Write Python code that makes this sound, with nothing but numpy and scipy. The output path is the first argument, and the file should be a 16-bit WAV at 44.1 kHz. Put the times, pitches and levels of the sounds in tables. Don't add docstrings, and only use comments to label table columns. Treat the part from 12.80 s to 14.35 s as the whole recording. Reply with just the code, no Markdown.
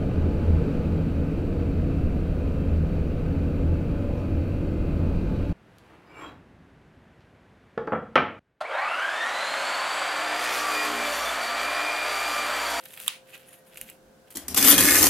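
import sys
import numpy as np
from scipy import signal
from scipy.fft import rfft, irfft
from scipy.io import wavfile
from scipy.ndimage import uniform_filter1d, minimum_filter1d

SR = 44100
rng = np.random.default_rng(int(sys.argv[2]) if len(sys.argv) > 2 else 0)


def unload_audio(sound):
    columns = np.transpose(np.atleast_2d(sound))
    steps = np.round(np.clip(columns, -1, 1) * 32767)
    wavfile.write(sys.argv[1], SR, steps.astype(np.int16))


N = 68355
TIME = np.arange(N) / SR

# t/s, dull body level/dB, crisp treble level/dB
CUT_LEVELS = [(0, -54.5, -52), (.03, -61, -64.5), (0.069, -58, -56.5), (.12, -57.5, -51.5),
              (.165, -56, -52), (.195, -50.5, -49.5), (.215, -47, -45), (0.254, -55.5, -45),
              (0.267, -44.5, -43), (.279, -41, -45), (.29, -87, -90)]
# peak t/s, rise/s, fall/s, body level/dB, treble level/dB
CRUST_SQUEEZES = [(0.057, 0.0064, .016, -43, -56), (0.499, 0.056, 0.1, -55.5, -57.5),
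                  (0.548, 0.032, 0.046, -48, -50), (.60, 0.046, 0.17, -58, -60),
                  (0.934, 0.048, 0.03, -55, -59.5), (0.958, 0.0075, 0.011, -49, -49),
                  (0.977, 0.011, 0.019, -48.5, -41.5), (1.024, 0.046, 0.033, -51.5, -49.5),
                  (1.09, 0.09, 0.072, -54, -51.5), (1.482, 0.019, 0.013, -59.5, -65.5),
                  (1.509, 0.0085, 0.063, -55.5, -49)]
# t/s, body level/dB, treble level/dB
CRACK_EVENTS = [(0.038, -68, -47), (0.055, -59, -41), (0.1064, -50, -62), (0.1342, -49.5, -46),
                (.139, -47.5, -44.5), (0.1751, -39.5, -44.5), (0.1815, -55, -67), (0.2002, -42, -37),
                (0.202, -51, -46), (0.2418, -77, -48), (0.577, -55, -50.5), (0.740, -52.5, -71),
                (0.944, -60, -52), (1.0988, -60, -40.5), (1.5047, -55, -48), (1.523, -58, -50),
                (1.541, -59, -51.5)]
# f/Hz, level/dB
BODY_SPECTRUM = [(250, -29), (700, -11), (1100, -12), (1500, -5), (2000, -5), (2600, -2), (3200, -4),
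                 (4200, -11.5), (6000, -21), (12000, -34)]
CRISP_SPECTRUM = [(2000, -39), (4200, -9.5), (5600, -10), (7400, -5), (8800, -2), (10400, -1), (12500, 1.5),
                  (14000, -2), (15700, -11.5)]
CRUNCH_PAN_DB, CRUNCH_WIDTH = -3, 0.44

# f/Hz, level/dB
AIR_SPECTRUM = [(25, -22), (50, -11.5), (90, -8), (140, 0), (220, -1), (300, -3), (400, 0.5), (600, -2),
                (800, -5), (1300, -11.5), (1530, -5), (1800, -15), (4500, -19), (10000, -22),
                (15500, -25.5)]
# f/Hz, correlation
AIR_LIKENESS = [(30, 0.76), (125, 0.92), (300, 0.58), (700, 0.33), (2000, 0.22), (12000, 0.2)]
# f/Hz, level/dB
HUM_TONES = [(523.6, -63), (697.5, -73)]
# t/s, level/dB
RUMBLE_LEVELS = [(0, -91), (.25, -64.5), (.45, -77.5), (.9, -78), (1.03, -57.5), (1.12, -67), (1.25, -60.5),
                 (1.55, -71.5)]
# f/Hz, level/dB
RUMBLE_SPECTRUM = [(20, -11.5), (50, -2.5), (90, -11.5), (220, 1.5), (400, -9.5), (3000, -61)]

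# t/s, level/dB
BLADE_HITS = [(0.2796, 3), (.27989, -8.5), (0.2815, -11)]
# f/Hz, level/dB
SCISSOR_MODES = [(1150, -18), (2700, -13), (3420, -4.5), (3850, -10), (7450, -15), (8400, -12), (8950, -8),
                 (10150, -9.5), (11000, -10.5), (12300, -14), (15000, -20)]
# f/Hz, level/dB
SNAP_ROOM_SPECTRUM = [(400, -23), (750, -15.5), (1050, -2), (1600, -6.5), (2400, 3), (3400, 0.5),
                      (5000, -9), (7000, -11.5), (10300, -7), (13000, -18), (15500, -13.5)]

# peak t/s, rise/s, fall/s, level/dB
TONG_DRAGS = [(0.545, 0.023, 0.026, -42.5), (1.094, 0.037, 0.039, -51)]
# t/s, level/dB
TONG_CLICKS = [(0.9725, -36), (1.0132, -29.5), (1.0185, -49)]
# f/Hz, level/dB, T60/s
TONG_MODES = [(1970, -5, 0.0062), (2490, -0.5, 0.015), (2854, 1, 0.0079), (7020, 5, 0.0035),
              (10660, 3.5, 0.0066), (12030, 0, 0.0056), (13700, 4, 0.0034)]
# peak t/s, rise/s, fall/s, level/dB
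STEEL_RUBS = [(0.688, 0.03, 0.022, -52), (0.71, .02, 0.026, -54), (0.732, 0.025, 0.034, -48),
              (0.79, 0.065, 0.033, -59), (0.869, 0.023, 0.054, -56), (0.901, 0.019, 0.01, -58)]
# f/Hz, level/dB, T60/s
STEEL_MODES = [(1870, -11, 0.28), (6880, -9, 0.025), (8710, -6.5, 0.027), (10190, 3.5, 0.03),
               (11500, -6, .032), (12540, -3, 0.032), (13100, -8, .032), (13650, -10, 0.032)]


def from_db(db):
    return 10 ** (np.asarray(db) / 20)


def rms_one(x):
    return x / np.sqrt(np.mean(x ** 2) + 1e-20)


def at_hz(points, hz):
    f, v = np.transpose(points)
    return np.interp(np.log(hz + 1e-6), np.log(f), v)


def pan(db):
    return from_db(np.array([[.5], [-.5]]) * db)


def decay(t60, size=N):
    return from_db(-60 * TIME[:size] / t60)


def filtered(x, hz, kind="low", order=2):
    return signal.sosfilt(signal.butter(order, hz, kind, fs=SR, output="sos"), x)


def through(x, response):
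    return signal.fftconvolve(np.atleast_2d(x), np.atleast_2d(response), axes=1)[:, :N]


def colour(points, size=8192):
    magnitude = from_db(at_hz(points, np.fft.rfftfreq(size, 1 / SR)))
    cepstrum = irfft(np.log(magnitude))
    cepstrum[1:size // 2] *= 2
    cepstrum[size // 2 + 1:] = 0
    response = irfft(np.exp(rfft(cepstrum)))
    return response / np.linalg.norm(response)


def ring(x, hz, t60):
    r, w = from_db(-60 / (t60 * SR)), 2 * np.pi * hz / SR
    return signal.lfilter([0, np.sin(w)], [1, -2 * r * np.cos(w), r * r], x + 1e-18)


def swells(rows):
    return np.sqrt(sum(from_db(db - 20 * np.maximum((peak - TIME) / rise, (TIME - peak) / fall)) ** 2
                       for peak, rise, fall, db in rows))


def grains(per_s=4500, spread_db=5):
    sizes = from_db(spread_db * np.minimum(rng.exponential(1, N), 4)) * rng.choice([-1, 1], N)
    clicks = sizes * (rng.random(N) < per_s / SR)
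    return rms_one(clicks * (1 + CRUNCH_WIDTH * rng.standard_normal(N) * [[1], [-1]]))


def sauce_pops(per_s=54):
    onsets = 1.0 * (rng.random(N + 1) < per_s / SR)
    return rms_one(np.diff(ring(onsets, hz=9300, t60=0.0029)))


def crunch():
    times, body_db, crisp_db = np.transpose(CUT_LEVELS)
    squeezes = np.array(CRUST_SQUEEZES)
    cutting = TIME < times[-1]
    body_gain = np.hypot(from_db(np.interp(TIME, times, body_db)) * cutting, swells(squeezes[:, :4]))
    crisp_cut = from_db(np.interp(TIME, times, crisp_db)) * cutting
    crisp_gain = np.hypot(crisp_cut, swells(squeezes[:, [0, 1, 2, 4]]))
    pops = from_db(-11) * sauce_pops() * crisp_gain
    body = through(grains() * body_gain, colour(BODY_SPECTRUM)) * pan(CRUNCH_PAN_DB)
    crisp = through(grains() * crisp_gain, colour(CRISP_SPECTRUM))
    return body + crisp + pops


def ventilation(level_db=-58.5):
    hz = np.fft.rfftfreq(N, 1 / SR)
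    mid, side = rfft(rng.standard_normal((2, N)))
    alike = np.clip(at_hz(AIR_LIKENESS, hz), 0, 1)
    stereo = np.sqrt(1 + alike) * mid + np.sqrt(1 - alike) * side * [[1], [-1]]
    return from_db(level_db) * rms_one(irfft(from_db(at_hz(AIR_SPECTRUM, hz)) * stereo, N))


def hum(waver=0.26, waver_hz=6):
    rolloff = 1 + (np.fft.rfftfreq(N, 1 / SR) / waver_hz) ** 2
    phase, flutter = waver * rms_one(irfft(rfft(rng.standard_normal((2, N))) / rolloff, N))
    tones = sum(from_db(db) * np.sqrt(2) * np.sin(2 * np.pi * hz * TIME + phase) for hz, db in HUM_TONES)
    return tones * (1 + flutter)


def handling_rumble():
    spectrum = from_db(at_hz(RUMBLE_SPECTRUM, np.fft.rfftfreq(N, 1 / SR)))
    noise = rms_one(irfft(rfft(rng.standard_normal(N)) * spectrum, N))
    return noise * from_db(np.interp(TIME, *np.transpose(RUMBLE_LEVELS)))


def cracks(t60=0.019, size=2048):
    out = np.zeros((2, N + size))
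    body, crisp = colour(BODY_SPECTRUM), colour(CRISP_SPECTRUM)
    scale = np.sqrt(0.0042 * SR / size)
    for t, body_db, crisp_db in CRACK_EVENTS:
        mid, side = rng.standard_normal((2, size))
        burst = (mid + CRUNCH_WIDTH * side * [[1], [-1]]) * decay(t60, size)
        start = int(t * SR)
        for response, gain in ((body, from_db(body_db) * pan(CRUNCH_PAN_DB)), (crisp, from_db(crisp_db))):
            out[:, start:start + size] += scale * gain * rms_one(through(burst, response)[:, :size])
    return out[:, :N]


def scissor_snap(nearby, walls, t60=0.0059, room_db=1.5):
    hits, blades = np.zeros(N), np.zeros((2, N))
    for t, db in BLADE_HITS:
        hits[int(t * SR)] += from_db(db)
    main_hz = SCISSOR_MODES[2][0]
    for k, (hz, db) in enumerate(SCISSOR_MODES):
        pan_db = -0.5 - 2 * abs(np.log2(hz / main_hz))
        blades += (-1) ** k * from_db(db) * ring(hits, hz, t60) * pan(pan_db)
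    direct = filtered(blades, 1100, "high", order=4)
    first_hit = signal.unit_impulse(N, int(BLADE_HITS[0][0] * SR))
    spread = through(first_hit, colour(SNAP_ROOM_SPECTRUM))
    return through(direct, nearby) + from_db(room_db) * through(spread, walls)


def tongs(chatter_db=-1, tick_db=-2):
    impulse, strikes = signal.unit_impulse(N), np.zeros(N)
    for t, db in TONG_CLICKS:
        start = int(t * SR)
        chatter = rng.standard_normal(N) * decay(t60=0.0067)
        force = impulse + from_db(chatter_db) * chatter / np.linalg.norm(chatter)
        strikes[start:] += from_db(db) * force[:N - start]
    modes = sum((-1) ** k * from_db(db) * ring(impulse, hz, t60)
                for k, (hz, db, t60) in enumerate(TONG_MODES))
    cushioned = filtered(modes, hz=3420)
    drag = through(grains() * swells(TONG_DRAGS), cushioned / np.linalg.norm(cushioned))
    return from_db(tick_db) * strikes + through(strikes, modes) + drag * pan(CRUNCH_PAN_DB)


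def steel_rub(ring_db=-5, hiss_db=-7, body_db=-6.5, bend_share=0.005):
    force = swells(STEEL_RUBS)
    slips = grains() * force
    rings = sum(from_db(db) * rms_one(ring(slips, hz, t60)) for hz, db, t60 in STEEL_MODES)
    rings *= np.sqrt(np.mean(force ** 2))
    bend = bend_share * rms_one(filtered(rng.standard_normal(N), hz=24.25))
    bent_time = TIME + np.cumsum(bend) / SR
    rings = np.array([np.interp(bent_time, TIME, channel) for channel in rings])
    hiss = from_db(hiss_db) * through(slips, colour(CRISP_SPECTRUM))
    body = from_db(body_db) * through(slips, colour(BODY_SPECTRUM))
    return from_db(ring_db) * rings + hiss + body


def plate(scatter_db=-4.5, t60=0.0045, size=2048):
    scatter = rms_one(rng.standard_normal((2, size)) * decay(t60, size)) / np.sqrt(size)
    return signal.unit_impulse(size) + from_db(scatter_db) * scatter


def room(t60=0.23, treble_t60=0.21, split_hz=6000, gap_s=0.0023):
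    noise = rng.standard_normal((2, N))
    low = filtered(noise, split_hz) * decay(t60)
    high = filtered(noise, split_hz, "high") * decay(treble_t60)
    tail = (low - high) * (TIME > gap_s)
    return rms_one(tail + 0.21 * tail[::-1]) / np.sqrt(N)


def scene():
    nearby, walls = plate(), room()
    close = crunch() + cracks() + steel_rub() + tongs()
    reverb = from_db(-11) * through(close, walls)
    return close + reverb + scissor_snap(nearby, walls) + ventilation() + handling_rumble() + hum()


def record(dry, limit_db=-3, release_db_per_s=93, cutoff_hz=15850):
    over_db = np.maximum(20 * np.log10(np.abs(dry).max(axis=0) + 1e-9) - limit_db, 0)
    release_db = release_db_per_s * TIME
    duck_db = np.maximum.accumulate(over_db + release_db) - release_db
    gain = uniform_filter1d(minimum_filter1d(from_db(-duck_db), size=64), size=64)
    return signal.sosfilt(signal.ellip(12, .1, 80, cutoff_hz, fs=SR, output="sos"), dry * gain)


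dry = scene()
out = record(dry)
unload_audio(out)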